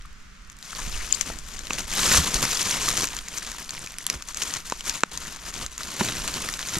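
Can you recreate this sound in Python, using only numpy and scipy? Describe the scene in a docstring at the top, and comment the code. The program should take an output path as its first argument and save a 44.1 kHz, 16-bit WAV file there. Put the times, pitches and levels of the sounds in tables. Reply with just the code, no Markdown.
"""A hand digs a mushroom out of dry leaf litter, close to a hand-held camera in a quiet forest.
At first crumbs tick between the fingertips over the forest's hiss and the rumble of the moving camera.
Then the hand pushes in: leaves rub, scrape and fracture, soft impacts thud, and a wet stalk squeaks.
The digging grows louder, twigs and leaf veins snap, and parting stems ring a hollow in the soil.
Near the end a muffled pop comes with the hardest knock, and the leaves rustle on."""
import sys
import numpy as np
from scipy import signal
from scipy.fft import rfft, irfft, next_fast_len
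from scipy.io import wavfile
from scipy.ndimage import map_coordinates

SR = 44100
rng = np.random.default_rng(int(sys.argv[2]) if len(sys.argv) > 2 else 0)


def master_out(mix):
    """Clip the mix to full scale and print it as 16-bit PCM to the path in sys.argv[1]."""
    frames = np.transpose(np.atleast_2d(mix))
    ceiling = np.clip(frames, -1, 1)
    pcm = np.round(ceiling * 32767).astype(np.int16)
    wavfile.write(sys.argv[1], SR, pcm)


N = 299439


def amp(db):
    """Decibels to amplitude gain."""
    return 10 ** (np.asarray(db) / 20)


def unit(x):
    """Scale to rms 1."""
    return x / np.sqrt(np.mean(x ** 2) + 1e-20)


def curves(rows):
    """Linear interpolation: one value per sample for each column after the time."""
    times, *columns = np.transpose(rows)
    return [np.interp(np.arange(N) / SR, times, column) for column in columns]


def wobble(rate):
    """Random modulation: a smooth curve through rate Gaussian knots a second."""
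    knots = rng.standard_normal(int(N * rate / SR) + 4)
    return map_coordinates(knots, [np.arange(N) * rate / SR])


def filtered(x, response):
    """Linear filtering: the spectrum of x times a frequency response."""
    n = x.shape[-1]
    padded = next_fast_len(n + 2048)
    return irfft(rfft(x, padded) * response(np.fft.rfftfreq(padded, 1 / SR)), padded)[..., :n]


def coloured(x, points):
    """Spectral shaping by (Hz, dB) points on a logarithmic frequency axis."""
    point_hz, db = np.transpose(points)
    return filtered(x, lambda hz: amp(np.interp(np.log(hz + 1), np.log(point_hz), db)))


def ring(x, hz, q):
    """Forced response of one damped resonator."""
    return signal.lfilter(*signal.iirpeak(min(hz, .45 * SR), max(q, 1), SR), x)


def panned(lean_db):
    """Constant-power panning: left and right gains; the lean is left minus right in dB."""
    gains = amp(np.array([lean_db, -lean_db]) / 2)
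    return gains / np.sqrt(np.mean(gains ** 2, axis=0))


def add(track, start, sound, lean_db):
    """Superposition: mix a sound into a stereo track from start seconds on."""
    part = track[:, round(start * SR):][:, :sound.shape[-1]]
    part += (panned(lean_db)[:, None] * sound)[:, :part.shape[1]]


def burst(x, db):
    """Give a transient the energy of 4 ms of steady sound at that level."""
    energy = np.mean(np.sum(x ** 2, axis=-1))
    return x * amp(db) * np.sqrt(.004 * SR / energy)


def stereo_noise(side_gain):
    """Partly coherent white noise: a common middle plus and minus an independent side."""
    mid, side = rng.standard_normal((2, N))
    return unit(np.array([mid + side_gain * side, mid - side_gain * side]))


def crackle(rate, spread_db, q, scatter_db, modes=14, breaks=1):
    """Impulse excitation: rate fractures a second, each a cluster of breaks, ring leaf fragments."""
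    out = np.zeros((2, N))
    count = int(rate * N / SR / modes)
    for hz in np.geomspace(700, 16000, modes):
        onsets = rng.integers(0, N, (count, 1))
        at = (onsets + rng.integers(0, 70, (count, breaks))).ravel() % N
        strength = amp(spread_db * np.minimum(rng.exponential(size=(count, 1)), 3))
        signs = rng.choice([-1, 1], (count, breaks))
        sides = panned(scatter_db * rng.standard_normal((count, 1)))
        impulses = np.array([np.bincount(at, (strength * signs * side).ravel(), N) for side in sides])
        out += ring(impulses, hz, q)
    return unit(out)


def forest():
    """Ambient noise: a soft broadband hiss whose level drifts slowly."""
    # Each row: frequency in Hz, relative spectral level in dB.
    spectrum = [(20, -25), (100, 0.5), (180, 6), (320, -8), (550, -14.5), (820, -16), (1020, -6.5),
                (1380, -2), (4100, -12.5), (6770, -11.5), (8220, -20), (11800, -29), (13500, -31),
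                (15600, -52)]
    hiss = unit(coloured(stereo_noise(side_gain=0.65), spectrum))
    return amp(-51.5 + 0.74 * wobble(1.28)) * hiss


def camera_rumble():
    """Handling noise: the camera rumbles as it swings down, steadies, then shifts again."""
    # Each row: time in seconds, relative rumble level in dB.
    sway = [(0.0, -46), (0.2, -50.5), (0.62, -52), (0.84, -41.5), (1.02, -43), (1.5, -47), (2.15, -43),
            (3.1, -48.5), (4.0, -53), (5.7, -49.5), (6.03, -54), (6.22, -42.5), (6.55, -52)]
    # Each row: frequency in Hz, relative spectral level in dB.
    spectrum = [(2, 6), (8, 8), (15, 8), (32, 5), (55, 1), (78, -4.5), (110, -25), (300, -57), (800, -120)]
    envelope = amp(curves(sway)[0] + 5 + 3.3 * wobble(8.5))
    rumble = unit(coloured(stereo_noise(side_gain=0.15), spectrum))
    return envelope * rumble * panned(-2.9)[:, None]


def fingertips():
    """Sparse impulses: before the digging, crumbs of litter tick as the fingers turn a mushroom."""
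    crumbs = crackle(rate=41, spread_db=0, q=1.3, scatter_db=2, modes=4, breaks=5)
    ticks = coloured(crumbs, [(1000, 3), (4000, 5), (7000, 5), (12500, -7), (15000, -29)])
    level_db, = curves([(0, -55.5), (0.3, -75), (0.6, -54), (0.8, -90)])
    return amp(level_db) * unit(ticks)


def knocks():
    """Damped oscillation: each soft impact of the hand on the ground gives a few low cycles."""
    # Each row: start in seconds, level in dB at which the decay begins, pitch in Hz, t60 in seconds.
    bumps = [(0.873, -28, 166, 0.042), (1.307, -28, 55, 0.098), (2.112, -20, 135, 0.049),
             (2.149, -18, 55, 0.082), (2.183, -13, 73.4, 0.12), (2.194, -20.5, 167, 0.1),
             (2.351, -18.5, 40, 0.12), (2.435, -21.5, 122, 0.08), (4.157, -27, 60, 0.11),
             (5.13, -37, 55, 0.098), (5.645, -37, 50, .14), (6.0111, -9, 210, 0.042),
             (6.011, -14, 362, 0.044), (6.769, -14, 160, 0.026), (6.77, -26, 337, 0.045)]
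    out, t = np.zeros((2, N)), np.arange(SR // 4) / SR
    attack = 1 - np.exp(-t / 0.0013)
    for start, db, hz, t60 in bumps:
        thud = attack * amp(db - 60 * t / t60) * np.sin(2 * np.pi * hz * t)
        add(out, start, thud, lean_db=-1.5)
    return out


def scrapes():
    """Friction drives a resonance: a leaf edge drags over a twig in slips that swell and fade."""
    # Each row: centre in seconds, level there in dB, resonance in Hz, 1/e half-width in seconds.
    drags = [(0.054, -44, 1190, 0.0043), (0.731, -28.5, 1290, 0.0015), (0.794, -38, 1020, 0.012),
             (0.796, -42, 1690, 0.01), (0.944, -35.5, 2700, 0.0082), (1.012, -37, 2120, 0.014),
             (1.111, -32, 2900, 0.0034), (1.217, -33, 5850, 0.0061), (3.379, -28, 6300, .006),
             (5.808, -32, 1360, 0.0024)]
    out, half_window_s = np.zeros((2, N)), .03
    t = np.arange(-half_window_s, half_window_s, 1 / SR)
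    for centre, db, hz, width in drags:
        slips = unit(ring(rng.standard_normal(len(t)), hz, q=6.6))
        swell = np.exp(-(t / width) ** 2)
        add(out, centre - half_window_s, amp(db) * slips * swell, lean_db=5)
    return out


def squeak():
    """Friction tones: a wet stalk slips by the left microphone with a rasp, then two rising whistles."""
    # Each row: time in seconds, pitch of the upper whistle in Hz, its mean level in dB.
    glide = [(1.131, 3900, -44), (1.138, 4900, -28), (1.145, 6000, -28), (1.149, 7100, -16),
             (1.153, 7700, -35)]
    out, t = np.zeros((2, N)), np.arange(N) / SR
    age = t[:400]
    rasp = coloured(rng.standard_normal(len(age)),
                    [(1500, -34), (3800, -2), (5500, -2), (7600, 9.0), (9000, -18), (15000, -32)])
    slip = np.sin(2 * np.pi * 6900 * age) + .5 * unit(rasp)
    swell = np.exp(-((age - .003) / 0.0016) ** 2)
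    add(out, 1.1235, burst(slip * swell, db=-10.5), lean_db=19)
    hz, db = curves(glide)
    phase = 2 * np.pi * np.cumsum(hz * (1 + 0.063 * wobble(1500))) / SR
    whistles = np.sin(phase) + 0.53 * np.sin(.63 * phase)
    sliding = (t > glide[0][0]) & (t < glide[-1][0])
    add(out, 0, sliding * amp(db + 2 * wobble(500)) * whistles, lean_db=28)
    return out


def soil_hollow(hz):
    """Modal superposition: the response of a hollow in the soil, its modes alternating in sign."""
    # Each row: mode frequency in Hz, bandwidth in Hz, gain in dB.
    modes = [(224, 180, 3), (527, 240, 3.5), (945, 280, 3.5), (1420, 400, 4), (2600, 430, 2),
             (3980, 380, -2), (5700, 1000, -4.5), (7300, 440, 3)]
    return sum((-1) ** k * amp(db) * 1j * hz * width / (centre ** 2 - hz ** 2 + 1j * hz * width)
               for k, (centre, width, db) in enumerate(modes))


def pops():
    """Cavity resonance: a moist stem or root parts in two steps and rings the hollow around it."""
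    # Each row: start in seconds, level in dB, ring in Hz, cutoff in Hz, t60 of the tearing in seconds.
    partings = [(1.2994, -29.5, 1090, 1490, 0.022), (1.7064, -20.5, 2920, 3600, 0.016),
                (2.146, -17.5, 1070, 2000, 0.0049), (4.7221, -19.5, 1030, 11000, 0.01),
                (5.0350, -11, 1390, 8950, .001), (6.0082, -18.5, 990, 1300, 0.028)]
    out, t = np.zeros((2, N)), np.arange(1536) / SR
    steps = np.sinc(t * SR) + 0.089 * np.sinc((t - .00076) * SR)
    for start, db, hz, cutoff_hz, t60 in partings:
        fibres = rng.standard_normal(len(t)) + 0.66 * rng.standard_normal((2, len(t)))
        tear = steps + 0.091 * amp(-60 * t / t60) * fibres
        muffling = signal.butter(2, cutoff_hz, fs=SR)  # deep pops are duller
        body = signal.lfilter(*muffling, filtered(tear, soil_hollow))
        pop = ring(body, hz, q=2.2) + .9 * body
        add(out, start, burst(pop, db), lean_db=1)
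    return out


def snaps(later_breaks=4):
    """Brittle fracture: fibres of a twig or leaf vein break within 2 ms and ring the fragment."""
    # Each row: time in seconds, relative level in dB, ring in Hz, left minus right in dB.
    fractures = [(0.4997, -37.5, 7000, 10), (0.627, -34.5, 4160, 1), (0.7503, -32.5, 4300, -14),
                 (1.211, -15, 6600, 23), (1.3874, -30.5, 7500, 15), (1.592, -28, 7140, 25),
                 (1.6703, -30, 3800, 0), (1.7327, -21.5, 6740, 1), (1.7854, -24.5, 2740, -3),
                 (2.183, -21, 4330, -1), (2.343, -16, 6800, 6), (2.428, -17.5, 5700, 0),
                 (2.71, -21.5, 6000, -7), (2.888, -16, 6100, -2), (2.975, -17.5, 7100, 7),
                 (3.0426, -22, 2500, 3), (3.0722, -25, 6100, 5), (3.1668, -25.5, 6100, 4),
                 (3.1888, -28, 3580, 2), (3.2846, -28, 6300, 3), (3.3838, -26, 6400, 17),
                 (3.4482, -34.5, 2420, 1), (3.5172, -29, 6860, 7), (3.693, -27.5, 4440, 4),
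                 (3.707, -26, 6600, 3), (3.8622, -31.5, 7000, -1), (3.873, -31.5, 2500, 1),
                 (3.9852, -26.5, 10500, 1), (4.0663, -18, 10900, 2), (4.077, -37, 9000, -1),
                 (4.1004, -16, 5400, 0), (4.2233, -30, 6400, 5), (4.2867, -29.5, 6200, 6),
                 (4.3458, -27.5, 6600, 7), (4.372, -24, 6700, 2), (4.42, -21.5, 3100, 2),
                 (4.4238, -22, 6000, 3), (4.435, -23.5, 6400, 6), (4.5388, -21.5, 6160, 9),
                 (4.5683, -27.5, 6440, 2), (4.6994, -26.5, 6800, 2), (4.8079, -29, 3080, 4),
                 (4.896, -18, 6400, 8), (5.007, -33, 7300, 10), (5.1753, -23.5, 6750, 7),
                 (5.5407, -28, 6700, 8), (5.6637, -25.5, 6600, 2), (5.7793, -26.5, 6900, 2),
                 (5.8332, -28, 5200, 4), (6.2779, -21.5, 7740, 7), (6.341, -26, 4800, 3),
                 (6.489, -25.5, 1760, 5), (6.539, -24.5, 5200, 8), (6.5922, -26, 1310, 0),
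                 (6.687, -26, 5730, 4)]
    # Each row: frequency in Hz, relative spectral level of the breaking force in dB.
    spectrum = [(100, -14), (700, -18.5), (1100, -1.5), (4000, 0.5), (7000, 3.5), (8500, -4), (12000, -10),
                (15500, -29)]
    out, t = np.zeros((2, N)), np.arange(1280) / SR
    lead_s = .002
    age = np.maximum(t - lead_s, 10 * (lead_s - t))  # splinters come on faster than they fade
    splinter_envelope = 0.059 * amp(-60 * age / 0.00093) + 0.045 * amp(-60 * age / 0.041)
    for time, db, hz, lean_db in fractures:
        delays = np.append(0, rng.uniform(.0001, .0015, later_breaks))
        sizes = np.append(1, rng.uniform(.4, .85, later_breaks) * rng.choice([-1, 1], later_breaks))
        breaks = np.bincount((SR * (lead_s + delays)).astype(int), sizes, len(t))
        splinters = splinter_envelope * rng.standard_normal((2, len(t)))
        force = coloured(breaks + splinters, spectrum)
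        snap = unit(ring(force, hz, q=7.7)) + 1.36 * unit(force)
        add(out, time - lead_s, burst(snap, db - .8), lean_db)
    return out


def pushes():
    """Incoherent addition: pushes build, settle and sum in power; returns level and mean depth in dB."""
    # Each row: start in seconds, length in seconds, full level in dB, build-up in dB,
    # depth as a gain of the soil's sound in dB.
    strokes = [(0.582, 0.15, -39, 16, -7.5), (0.745, 0.49, -38.5, -2.5, -1), (1.247, 0.043, -34, 8, 6.5),
               (1.327, 0.025, -41, 3, 9), (1.38, 0.073, -48.5, 6, 2), (1.457, 0.037, -42, 0, -5.5),
               (1.502, 0.11, -44.5, -4, 3.5), (1.628, 0.063, -46, -2, 5), (1.694, 0.062, -35, 5, 6.5),
               (1.773, 0.019, -30.5, 11, 5.5), (1.867, 0.31, -18, 19.5, 0), (2.229, 0.194, -31, -3.5, 3.5),
               (2.331, 0.028, -28.5, 0, 3.5), (2.418, 0.031, -23, -2.5, 4.5),
               (2.467, 0.12, -27.5, -0.5, -3.5), (2.588, 0.04, -25.5, 1, -4), (2.644, 0.12, -27, -1, 1.5),
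               (2.793, 0.12, -27.5, 1, 0), (2.926, 0.11, -27, 11, 2.5), (3.068, .11, -39.5, 1, 1.5),
               (3.203, 0.11, -44, 0.5, -0.5), (3.308, 0.072, -37, 9, 1.5), (3.419, 0.14, -41.5, -5, 0.5),
               (3.578, 0.066, -40, -1, -0.5), (3.676, 0.17, -41, 7, 2.5), (3.88, 0.18, -46.5, 3.5, 0),
               (4.073, 0.075, -38.5, 10, 6.5), (4.258, 0.046, -40.5, 10, -5), (4.354, 0.11, -34, 6, -1),
               (4.464, 0.11, -34.5, 4, 0), (4.646, 0.15, -42, -2, -4), (4.831, 0.074, -31, 13, -1.5),
               (4.931, 0.014, -30.5, 9, -2), (4.975, .04, -53, 0, 10), (5.108, 0.24, -40.5, 0, 1),
               (5.368, 0.13, -38, 15.5, -0.5), (5.523, 0.11, -37, 4.5, 5), (5.704, .07, -45.5, -1, -4),
               (5.783, 0.23, -34.5, 6.5, 2.5), (5.989, .105, -30.5, 3, 6.5), (6.117, 0.34, -33.5, 1.5, 4.5),
               (6.479, 0.082, -35.5, -3.5, 0), (6.585, .2, -33, 6, 0.5)]
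    attack_s, settle_t60_s = 0.0083, 0.22  # leaves yield at once and settle after the push
    t = np.arange(N) / SR
    power = np.full(N, amp(-55) ** 2)  # the hand resting among the leaves
    weighted_depth = np.zeros(N)
    for start, length, db, build_db, depth_db in strokes:
        attack = np.clip((t - start) / attack_s, 0, 1)
        to_go = np.clip(1 - (t - start) / length, 0, 1)
        settled = np.clip((t - start - length) / settle_t60_s, 0, 2)
        push_power = (attack * amp(db - build_db * to_go ** 2 - 60 * settled)) ** 2
        power += push_power
        weighted_depth += depth_db * push_power
    return 10 * np.log10(power), weighted_depth / power


def litter():
    """Friction and fracture: leaves crackle and rub and soil scrapes, all modulated by the same jerks."""
    # Each row: time in seconds, left minus right in dB, relative level of the brittle crackle in dB.
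    movement = [(0.6, 3.5, -18), (1.1, 5.5, -10), (1.6, 7, -4.5), (2.1, 1.5, -9), (2.5, 3, -5.5),
                (3.1, 2.5, -2.5), (4, 2.5, 0.5), (4.9, 3.5, -8), (5.4, 4.5, -3), (6, 2, -6),
                (6.8, 1.5, -3.5)]
    # Each row: frequency in Hz, relative spectral level of the leaves in dB.
    leaf_spectrum = [(59, -41), (100, -5), (320, -14.5), (355, -6), (590, -10.5), (845, -9.5), (959, -3.5),
                     (1320, -4), (1460, -4.5), (2190, -5), (6700, -3), (10700, -10.5), (12100, -12),
                     (14000, -21), (15600, -57)]
    # The left microphone port rings a little near 7 kHz. Each row: frequency in Hz, gain in dB.
    left_port = [(500, -0.5), (1200, -2), (2500, -0.5), (5000, -0.5), (6900, 4), (8500, -3), (15000, -4)]
    crisp_db, depth_db = pushes()  # harder pushes are brighter, deeper ones duller
    force_db = crisp_db + 35  # relative to a middling push
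    rub_db = -39 + 0.91 * force_db + 0.22 * depth_db
    soil_db = -46.5 + 0.93 * force_db + depth_db
    lean_db, brittle_db = curves(movement)
    jerks = amp(1.22 * wobble(40) + 1.9 * wobble(260))
    fine = crackle(rate=9000, spread_db=3.5, q=3.7, scatter_db=1.0)
    brittle = crackle(rate=260, spread_db=3.5, q=2.4, scatter_db=2, modes=7, breaks=4)
    curled = crackle(rate=330, spread_db=3, q=22.0, scatter_db=6.0, modes=23)  # stiff leaves ring longer
    slide = fine + amp(-4.5) * curled + amp(-1) * stereo_noise(side_gain=0.4)
    stir = coloured(jerks * (slide + amp(brittle_db + 2) * brittle), leaf_spectrum)
    stir[0] = coloured(stir[0], left_port)
    rub = filtered(stir, lambda hz: 1 / (1 + (hz / 3200) ** 6))
    leaves = panned(lean_db) * (amp(crisp_db) * unit(stir - rub) + amp(rub_db) * unit(rub))
    grit = coloured(jerks * stereo_noise(side_gain=0.25),
                    [(50, -11), (110, -0.5), (200, -1.0), (400, -7), (750, -11), (1300, -45)])
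    soil = amp(soil_db) * unit(grit) * panned(-1.9)[:, None]
    reach = np.clip((np.arange(N) / SR - .53) / 0.15, 0, 1)  # the hand comes down to the ground
    return reach * (leaves + soil)


def scene():
    """Free-field superposition: the sources add in the open, with no echo."""
    digging = litter() + snaps() + pops() + scrapes() + squeak() + knocks()
    return digging + fingertips() + forest() + camera_rumble()


def record(dry):
    """Phase shift and band limiting: two microphone ports are out of step; the camera clips and cuts."""
    # Each row: frequency in Hz, phase by which the left port leads in radians.
    port_phase = [(0, 0.089), (520, -0.33), (3190, -0.75), (5600, -0.63), (6980, -1.33), (8350, -0.68),
                  (12200, 0.76), (15300, 1)]
    band_limit_hz = 15762
    point_hz, radians = np.transpose(port_phase)
    half_each_way = np.array([[.5j], [-.5j]])
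    ports = filtered(dry, lambda hz: np.exp(half_each_way * np.interp(hz, point_hz, radians)))
    return filtered(np.clip(ports, -1, 1), lambda hz: hz < band_limit_hz)


dry = scene()
out = record(dry)
master_out(out)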